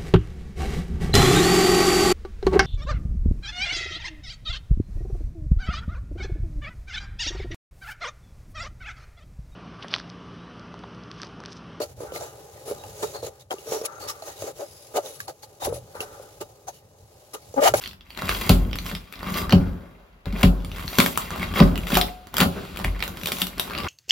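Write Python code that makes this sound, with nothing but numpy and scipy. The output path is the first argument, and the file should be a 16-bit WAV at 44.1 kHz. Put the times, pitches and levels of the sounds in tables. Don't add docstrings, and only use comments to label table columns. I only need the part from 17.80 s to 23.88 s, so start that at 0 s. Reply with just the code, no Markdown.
import sys
import numpy as np
from scipy import signal
from scipy.fft import rfft, irfft, next_fast_len
from scipy.io import wavfile
from scipy.ndimage import uniform_filter1d

SR = 44100
rng = np.random.default_rng(int(sys.argv[2]) if len(sys.argv) > 2 else 0)


def invert_db(x):
    u = np.asarray(x, float) / 20
    return 10 ** u


def unload_wav(signal):
    wavfile.write(
        sys.argv[1],
        SR,
        np.round(np.clip(np.atleast_2d(signal).T, -1, 1) * 32767).astype(np.int16),
    )


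N = 268039
STEP = 64

# t/s, crack level/dB, joist boom level/dB, beam boom level/dB, board boom level/dB
BLOWS = [(0.491, -4.5, -24.5, -29.5, -51), (0.6926, 5, -9.5, -11, -6), (1.7237, -8, -20.5, -7.5, -7.5),
         (2.4579, -45, -20, -27, -30), (2.5249, -21, -27.5, -60, -22), (2.6301, 0, -7.5, -10.5, -6.5),
         (3.185, 3, -37, -30, -10), (3.7996, -15, -10.5, -13.5, 0), (4.121, -10, -20, -26, -16.5),
         (4.1706, -15, -31, -62, -35), (4.6027, 5.5, -94, -47, -20), (5.0417, -14.5, -17, -20, -27),
         (5.5162, -44, -48.5, -56, -27), (5.6171, -9, -39, -71, -24)]
# f/Hz, level/dB, t60/s
JOISTS = [(46.27, 4.5, 1), (59.2, -12, 0.71), (68, 7.5, 0.26), (84.4, 5, 0.43), (101.8, 8.5, 0.23)]
# f/Hz, level/dB, t60/s
BOARDS = [(141.5, 3, 0.4), (170.4, -5, 0.71), (182.4, 1.5, 0.36), (203.2, 3, 0.24), (222.2, -4, 0.4),
          (268, -2, 0.43), (369.5, -13.5, 0.64), (400.3, -8.5, 0.56), (466.6, -1.5, 0.18),
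          (565, -0.5, 0.28), (596, -7.5, 0.33), (754, 0.5, 0.19), (1030, 7.5, 0.052)]
# f/Hz, level/dB
GRIT = [(800, -4.5), (1300, 7.5), (1750, -3.5), (2300, 5), (3300, 5.5), (4500, 2.5), (6000, -9.5),
        (9000, -8.5)]
# f/Hz, level/dB
DUST = [(6000, -19), (9000, -11), (11000, -21), (13800, -11), (15500, -23), (16300, -28.5), (17000, -69)]
# f/Hz, level/dB
RASP = [(150, 2), (300, 1), (600, -3), (1100, -11), (1500, -7.5), (2500, -36.5)]


def evened(x):
    return x / np.sqrt(np.mean(x ** 2) + 1e-20)


def read(points, hz):
    f, value = np.transpose(points)
    return np.interp(np.log(hz + 1), np.log(f + 1), value)


def add(mix, s, sound):
    part = mix[..., round(s * SR):][..., :sound.shape[-1]]
    part += sound[..., :part.shape[-1]]


def causal(points):
    level_db = read(points, abs(np.fft.fftfreq(2048, 1 / SR)))
    log_gain = np.log(invert_db(np.maximum(level_db, -90)))
    taps = np.fft.ifft(np.exp(np.conj(signal.hilbert(log_gain)))).real[:1024]
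    return taps / np.linalg.norm(taps)


def colour(x, points):
    return signal.oaconvolve(x, causal(points))[:len(x)]


def ring(hz, t60, seconds):
    t = np.arange(round(seconds * SR)) / SR
    return invert_db(-60 * t / t60) * np.sin(2 * np.pi * hz * t)


def through(x, modes, damping):
    body = sum(invert_db(db) * ring(hz, damping * t60, .5) for hz, db, t60 in modes)
    return signal.oaconvolve(x, body / np.linalg.norm(body))[:len(x)]


def slip_sizes(spread_db):
    return invert_db(spread_db * np.minimum(rng.exponential(1, N), 5))


def grains(per_s, spread_db, length_s):
    size = slip_sizes(spread_db) * (rng.random(N) < per_s / SR)
    puffs = signal.lfilter([1], [1, -np.exp(-1 / (length_s * SR))], size)
    return evened(puffs * rng.standard_normal(N))


def stillness():
    # f/Hz, density level/dB per Hz
    air = [(28, -10), (48, 0), (78, -16), (200, -33), (700, -29), (2500, -36), (5000, -46), (16000, -58)]
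    z = rfft(rng.standard_normal((2, N))) * invert_db(read(air, np.fft.rfftfreq(N, 1 / SR)))
    return invert_db(-56) * evened(irfft(z, N))


def bout(s, db, rise_s, fall_s, bend):
    t = np.arange(0, N + STEP, STEP) / SR - s
    drop_db = 20 * np.maximum(-t / abs(rise_s), t / abs(fall_s)) ** bend
    return invert_db(2 * np.maximum(db - drop_db, -140))


def strokes():
    # peak t/s, force level/dB, rise/s, fall over 20 dB/s, lean level/dB.
    pries = [
        (1.44, -51, 0.026, 0.52, 14),
        (1.55, -45.5, 0.14, 0.21, 18),
        (3.515, -45.5, .02, 0.16, 13),
        (3.6, -45, 0.077, .12, 12),
        (3.78, -28, 0.055, 0.1046, 7.5),
        (5.97, -46, 0.13, -4.5, 12),
    ]
    presses = [
        (0.4, -47, 0.064, 0.3, 8),
        (2.462, -49.5, 0.0052, 0.1, 12.5),
        (2.57, -46, 0.061, 0.05, 18.5),
        (4.06, -49.5, 0.074, 0.22, 10.5),
        (4.19, -44, .05, 0.13, 12.5),
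        (4.618, -26, 0.057, 0.04, 11.5),
        (4.78, -53.5, .1, -0.13, 22.5),
        (5.06, -54, 0.46, -2.9, 15.5),
        (6.01, -48.5, 0.033, -12, 11),
    ]
    slides = [(0.02, -47.5, .05, 0.07, -8), (0.51, -38, 0.16, 0.38, -3), (0.626, -32, 0.028, 0.0048, 2.5),
              (0.671, -34, .07, -0.03, 4), (1.091, -42, 0.16, 0.12, -1), (1.38, -51.5, 0.12, 0.76, 5),
              (1.59, -35, 0.14, 0.0473, -4.5), (1.707, -53.5, 0.054, 0.42, 21),
              (2.622, -33.5, 0.067, 0, 6.5), (3.0, -46, 0.14, 0.3, 1), (3.12, -46.5, .08, -0.4, -6),
              (3.24, -41, 0.24, 0.15, -18.5), (3.4, -47.5, 0.087, 0.58, 2), (3.632, -41, 0.12, 0.1, 4.5),
              (4.15, -36, 0.13, 0.1139, -9), (5.25, -47, 0.067, 0.08, 0.5), (5.49, -47, 0.11, 0, -10.5),
              (5.619, -43, 0.25, 0, -18.5), (5.81, -44.5, 0.031, 0.2, -3.5)]
    # peak t/s, level/dB, rise/s, fall over 20 dB/s
    trickles = [
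        (0.78, -57.5, .1, 0.1),
        (1.2, -63, .1, 1),
        (2.75, -61.5, .1, -2.5),
        (3.3, -50.5, 0.12, -1.5),
        (3.9, -65, 0.087, -0.3),
        (4.27, -51, .1, 0.15),
        (4.72, -50, 0.12, -1.1),
        (5.13, -77, 0.089, -0.2),
        (5.33, -62, 0.11, 0.1),
        (5.7, -55.5, .1, 1),
    ]
    roundness = 1.045
    pushes = pries + presses + slides
    lean_db = np.array([row[4] for row in pushes])
    power = np.array([bout(*row[:4], roundness) for row in pushes])
    leaning = invert_db(2 * lean_db)[:, None] * power
    rattle = sum(bout(row[0], row[4] - 24.5, 0.021, .32, 0.64) for row in BLOWS)
    fine = invert_db(2 * -34) * rattle + sum(bout(*row, roundness) for row in trickles)
    dust = invert_db(2 * (3 - 0.5 * lean_db)) @ power
    hum = leaning[:len(pries)].sum(0)
    gains = np.sqrt([rattle, fine, power.sum(0), dust, leaning.sum(0), hum])
    mean_lean_db = lean_db @ power / power.sum(0)
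    contact_hz = 3200 * 2 ** (-mean_lean_db / 32)
    return [np.interp(np.arange(N) / STEP, np.arange(len(c)), c) for c in (*gains, contact_hz)]


def crunch(contact_hz, per_s, spread_db):
    clumps = invert_db(4.5 * evened(uniform_filter1d(rng.standard_normal(N), 500)))
    size = slip_sizes(spread_db) * (rng.random(N) < clumps * per_s / SR)
    kind, out = rng.integers(0, 14, N), np.zeros(N)
    for k, hz in enumerate(np.geomspace(900, 6000, 14)):
        near_db = -9 * np.log2(hz / np.maximum(contact_hz, 500)) ** 2
        grain = ring(hz, 11 / hz, .02)
        hits = size * (kind == k) * invert_db(near_db)
        out += signal.oaconvolve(hits, grain / np.linalg.norm(grain))[:N]
    return evened(out)


def grinding(grit, dust, rasp, pry, contact_hz):
    # f/Hz, level/dB, t60/s
    bar_modes = [(1150, 0, .04), (1520, -5, .03), (2150, -1, .03), (2420, -3, .03), (2750, -3, .03),
                 (3350, -3, .025), (3950, -5, .02), (4950, -8, .02)]
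    scuffs = grains(per_s=700, spread_db=4.5, length_s=0.008)
    slips = grains(per_s=1500, spread_db=3.7, length_s=.0015) + .25 * rng.standard_normal(N)
    slow = uniform_filter1d(abs(scuffs), 700)
    clumps = invert_db(3 * np.clip(evened(slow - slow.mean()), -2, 2))
    grit = grit * evened(clumps)
    crushed = grit * crunch(contact_hz, per_s=1000, spread_db=3.6)
    bar = through(crushed + grit * slips, bar_modes, damping=.7)
    steel = .4 * colour(grit * slips, GRIT) + .7 * crushed + .4 * bar
    hum = invert_db(-11) * through(pry * scuffs, bar_modes[:1], damping=1.0)
    hiss = invert_db(-7.0) * dust * colour(slips, DUST)
    return steel + hum + hiss + invert_db(-8.5) * rasp * colour(scuffs, RASP)


def shaking(rasp):
    # t/s, level/dB
    load_points = [(0, -46), (0.27, -63), (0.44, -48.5), (0.85, -30), (1.05, -41), (1.32, -59.5),
                   (1.6, -36.5), (1.85, -29.5), (2.201, -64), (2.45, -88), (2.6, -39), (2.8, -36.5),
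                   (3.3, -51.5), (3.95, -31), (4.5, -60.5), (5.12, -40.5), (5.5, -65.5), (6.078, -44.5)]
    load = invert_db(np.interp(np.arange(N) / SR, *np.transpose(load_points)))
    boards = np.hypot(invert_db(-5.5) * load, invert_db(-9) * rasp)
    pushes = grains(per_s=300, spread_db=1.8, length_s=.012)
    deep = through(load * pushes, JOISTS, damping=.45)
    low_boards = [mode for mode in BOARDS if mode[0] < 300]
    return deep + through(boards * pushes, low_boards, damping=.35)


def click(colours, db, hz, treble_db):
    t = np.arange(1200) / SR
    tumble = (1 - np.exp(-t / 0.00059)) * (np.exp(-t / 0.001) + 0.057 * np.exp(-t / 0.02))
    tick = rng.standard_normal(len(t)) * tumble
    stone = ring(hz, .005, .01) + .6 * ring(hz * rng.uniform(1.25, 1.6), .004, .01)
    body = 0.49 * np.pad(stone / np.linalg.norm(stone), (0, colours.shape[1] - len(stone)))
    knock_db = -12.0 - 9.8 * np.log2(hz / 1000)
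    body = body + invert_db(np.array([-10.0, treble_db - 0.5, knock_db])) @ colours
    pan_db = 1.6 * rng.standard_normal()
    return invert_db(db + 3.0 + np.array([[pan_db], [-pan_db]])) * signal.fftconvolve(tick, body)


def blow(crack_db, *boom_db):
    floor_modes = JOISTS + BOARDS
    t = np.arange(round(.8 * SR)) / SR
    hiss, chance = rng.standard_normal(len(t)), rng.random((len(floor_modes), 2))
    burst = hiss * (1 - np.exp(-t / 0.0013)) * (np.exp(-t / 0.0017) + 0.12 * np.exp(-t / 0.023))
    crack = invert_db(crack_db - 10.5) * (colour(burst, GRIT) + 0.12 * colour(burst, DUST))
    boom_points = list(zip((50, 93, 200, 600), boom_db))
    boom = np.zeros(len(t))
    for (hz, db, t60), (turn, lift) in zip(floor_modes, chance):
        place_db = read(boom_points, hz) + db + 0.4 * (lift - .5)
        swell = 1 - np.exp(-(t * hz / 1.66) ** 2)
        fall = 1.3 * invert_db(-60 * t / (0.27 * t60)) + 0.16 * invert_db(-60 * t / t60)
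        boom += invert_db(place_db - 3.5) * swell * fall * np.sin(2 * np.pi * (hz * t + turn))
    return crack, boom


def settling(rattle, fine):
    # f/Hz, level/dB
    after_rasp = [(150, -6), (300, -3.5), (500, 2), (900, -3.5), (1500, -8), (2500, -29)]
    buzz, sift = rng.standard_normal((2, N))
    falling = colour(sift, GRIT) + invert_db(-8.5) * colour(sift, DUST)
    return invert_db(-7.0) * rattle * colour(buzz, after_rasp) + fine * falling


def springing(db, hz, t60, rattle_hz):
    tone = ring(hz, t60, min(t60, .3))
    tone = tone * np.minimum(np.arange(len(tone))[::-1] / 900, 1)
    flutter = uniform_filter1d(rng.standard_normal(len(tone)), round(SR / rattle_hz / 2))
    return invert_db(db + 1.2 * evened(flutter)) * tone


def room(x):
    # f/Hz, t60/s
    decay_times = [(100, 0.42), (500, 0.42), (2000, 0.11), (6000, 0.21), (14000, 0.27)]
    taps = np.zeros((2, SR // 2))
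    at = np.arange(200, SR // 2 - 20, 20) + rng.integers(0, 20, (2, (SR // 2 - 201) // 20))
    np.put_along_axis(taps, at, rng.choice([-1., 1.], at.shape), 1)
    hz, t, z = signal.stft(taps, SR, nperseg=256)
    decay = invert_db(-60 * t / read(decay_times, hz)[:, None])
    tail = signal.istft(z * decay, SR, nperseg=256)[1]
    return signal.fftconvolve(x[None], tail / np.linalg.norm(tail[0]), axes=1)[:, :N]


def scene():
    # t/s, peak level/dB, ring f/Hz.
    snaps = [(0.075, -28, 4470), (0.615, -24.5, 1580), (0.6933, -7.5, 1100), (0.956, -24.5, 3460),
             (1.3248, -31, 2480), (4.603, -14, 1170), (2.8472, -29.5, 3620), (3.1852, -4, 1460),
             (3.2613, -12.5, 2300), (3.3745, -10, 1390), (3.9766, -22.5, 2920), (4.1434, -16, 3440),
             (4.153, -10.5, 3840), (4.1709, -5, 1290), (4.5411, -23, 1160), (4.5678, -13, 3300),
             (4.582, -10, 1500), (4.9718, -24.5, 2470), (5.2374, -22, 2900), (5.278, -21, 1250),
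             (5.3715, -29.5, 3660), (5.4337, -24, 3800), (5.4582, -17, 4600), (5.4712, -14.5, 3750),
             (5.5191, -14, 3560), (5.5977, -29.5, 4830), (5.6181, -12, 3700), (5.6687, -21.5, 4070),
             (5.781, -27, 4600), (5.7964, -12, 3770)]
    skips = [(0.0154, -30, 3200), (0.048, -31.5, 4480), (0.059, -23.5, 3310), (0.3041, -29, 3120),
             (0.3743, -22, 1277), (0.4201, -16.5, 1067), (0.4925, -9, 1790), (0.5243, -16, 1220),
             (4.8514, -29, 1030), (0.9118, -33.5, 3360), (0.9864, -19, 4360), (1.0632, -19, 3430),
             (1.1501, -18.5, 3400), (1.5732, -15.5, 1590), (3.0784, -20, 4420), (3.2014, 2, 2340),
             (3.5055, -17.5, 1280), (3.5592, -23.5, 1050), (3.6399, -28, 2240), (3.7587, -18, 2250),
             (3.9567, -20, 2880), (4.2127, -6, 3770), (4.4703, -29, 1310), (4.6114, -3.5, 1030),
             (5.0454, -11.5, 2440), (5.2251, -12, 2900), (5.4857, -18, 1155)]
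    knocks = [(0.2084, -37, 3420), (0.9305, -19, 3500), (1.114, -20, 1220), (1.3913, -28.5, 2440),
              (1.43, -20.5, 1060), (1.6945, -12, 1890), (1.707, -17, 4440), (1.7232, -6, 2890),
              (2.4564, -22, 1680), (2.5247, -39, 2420), (2.6317, -2, 2180), (3.3566, -21, 2470),
              (3.5763, -24.5, 1160), (3.6202, -21, 2250), (3.7389, -17, 1200), (3.7871, -22.5, 2370),
              (3.802, -6.5, 3370), (4.07, -18, 2200), (4.1027, -11.5, 1084), (4.119, -12.5, 1184),
              (1.3373, -26.5, 2470), (4.6325, -11, 810), (4.999, -17.5, 1290), (5.2041, -17, 2380),
              (5.5687, -22.5, 3850), (5.9083, -18, 1570), (5.9497, -18.5, 2880), (5.964, -23.5, 1570),
              (5.9778, -21, 2890), (6.002, -17, 2980), (0.3488, -35.5, 3100), (0.4858, -24, 2680),
              (0.5484, -19, 3200), (1.3558, -33.5, 3960), (1.4551, -28, 2300), (1.479, -33, 1150),
              (1.5414, -20, 4400), (2.505, -37, 2600), (2.803, -42, 3570), (2.821, -45, 3600),
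              (3.5416, -40, 1140), (3.66, -32.5, 3320), (3.7057, -42, 2740), (3.7142, -30.5, 1160),
              (4.034, -28, 2650)]
    more_skips = [(0.0262, -35, 3650), (0.038, -23, 3400), (0.0914, -33, 4270), (0.1106, -33, 3430),
                  (0.1316, -33, 3400), (0.2738, -47, 2900), (0.3294, -41.5, 2940), (0.3885, -26, 2670),
                  (0.8714, -38.5, 1030), (1.035, -36, 2280), (1.0962, -22.5, 2370), (1.1647, -31, 2150),
                  (2.9156, -27, 3800), (2.9609, -29.5, 3540), (2.9828, -24, 2160), (2.9947, -24, 2160),
                  (3.0114, -31, 1000), (3.025, -29, 2020), (3.0388, -33, 2360), (3.0976, -32, 3500),
                  (3.1295, -26, 1430), (3.1543, -26, 3960), (3.528, -42, 1150), (3.5962, -21.5, 2150),
                  (4.487, -45, 1440), (4.9604, -27, 1250), (4.9901, -20.5, 1160), (5.0148, -24, 1550),
                  (5.193, -24.5, 2100), (5.4133, -26.5, 3600), (5.8779, -27.5, 1200), (5.8984, -23, 1200),
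                  (5.9169, -26, 1570), (5.9346, -23, 2740), (5.9849, -20, 2790), (6.0343, -29, 3920)]
    # t/s, joist boom level/dB, beam boom level/dB, board boom level/dB
    thumps = [
        (0.425, -48.5, -29.5, -31.5),
        (1.119, -30, -33, -30.5),
        (1.5, -37, -41.5, -27),
        (3.039, -36, -34.5, -34.5),
        (3.43, -41, -42, -40),
        (4.654, -45, -17, -22),
        (5.285, -58, -30, -40.5),
        (5.42, -45.5, -33.5, -38),
        (6.029, -52, -26.5, -35),
        (4.617, -48, -35, -14),
    ]
    # t/s, level/dB, f/Hz, t60/s, rattle f/Hz
    ringing_modes = [(4.174, -35.5, 729, 1.0, 30), (4.171, -17, 722, .09, 100), (4.169, -21, 590, .06, 200),
                     (4.169, -22, 850, .06, 200), (4.169, -22, 1150, .06, 200), (3.802, -16, 1030, .05, 200),
                     (1.63, -49, 3950, .15, 300), (3.613, -33, 2200, .12, 200), (3.757, -30, 2180, .08, 200),
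                     (3.76, -34, 3320, .1, 200), (1.572, -38, 4950, .16, 400), (1.568, -43, 13050, .2, 300),
                     (1.568, -43, 14150, .2, 300), (1.568, -45, 15350, .2, 300)]
    upper_db = -11
    rattle, fine, *effort = strokes()
    grit, floor = grinding(*effort), shaking(np.hypot(effort[2], rattle))
    near = np.array([grit, grit])
    colours = np.array([causal(points) for points in (GRIT, DUST, RASP)])
    for stones, treble_db in ((snaps, -2.5), (skips, -13), (knocks, -26), (more_skips, -13)):
        for s, *row in stones:
            add(near, s, click(colours, *row, treble_db))
    for s, *boom_db in thumps:
        add(floor, s, blow(-90, *boom_db, np.mean(boom_db[-2:]) + upper_db)[1])
    for s, *strength in BLOWS:
        crack, boom = blow(*strength, np.mean(strength[-2:]) + upper_db)
        add(near, s, crack)
        add(floor, s + 0.003064, boom)
    near = near + settling(rattle, fine)
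    for s, *row in ringing_modes:
        add(near, s, springing(*row))
    return near + floor + invert_db(-4.0) * room(near.mean(0) + .5 * floor) + stillness()


def thinned(x):
    hz, _, z = signal.stft(np.array([x[0] + x[1], x[0] - x[1]]) / 2, SR, nperseg=1024)
    power = (abs(z[:, hz > 2000]) ** 2).sum((0, 1))
    usual = uniform_filter1d(power, 9)
    calm, no_burst = power < invert_db(5.0) * usual, power < invert_db(24.0) * usual
    edge = rng.random((3, len(power) // 4 + 1)).repeat(4, 1)[:, :len(power)]
    f = hz[:, None]
    z[0][(f > 7600 + 900 * edge[0]) & (f < 9300 + 600 * edge[1]) & calm] = 0
    z[1][(f > 11600 + 1200 * edge[2]) & no_burst] = 0
    z[:, hz > 16900] *= .03
    mid, side = signal.istft(z, SR, nperseg=1024)[1][:, :N]
    return np.array([mid + side, mid - side])


def band_limit(x):
    return signal.sosfilt(signal.butter(12, 17000, fs=SR, output="sos"), x)


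def record(dry):
    # f/Hz, level/dB
    limits = [(20, -24), (34, -6), (45, 0), (15900, 0), (16300, -14), (16900, -45)]
    # f/Hz, side level/dB
    side_levels = [(30, -21.5), (100, -13.5), (250, -3), (600, 1), (1500, 4.5), (4000, 3.5), (8500, -4),
                   (13000, 11.5)]
    # f/Hz, phase/rad
    port_lead = [(100, 0), (2000, .2), (3300, .9), (5000, .2), (6500, -1.2), (8600, -3.14), (12300, -6),
                 (14000, -6.3)]
    size = next_fast_len(N + 4096)
    hz = np.fft.rfftfreq(size, 1 / SR)
    left, right = rfft(dry, size) * invert_db(read(limits, hz))
    mid, side = (left + right) / 2, (left - right) / 2 * invert_db(read(side_levels, hz))
    left_port = invert_db(4.0) * (mid + side) * np.exp(1j * read(port_lead, hz))
    right_port = invert_db(3.0) * (mid - side)
    x = irfft(np.array([left_port, right_port]), size)[:, :N]
    overloaded = x / (1 + (x / .9) ** 4) ** (1 / 4)
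    return band_limit(thinned(overloaded))


dry = scene()
out = record(dry)
unload_wav(out)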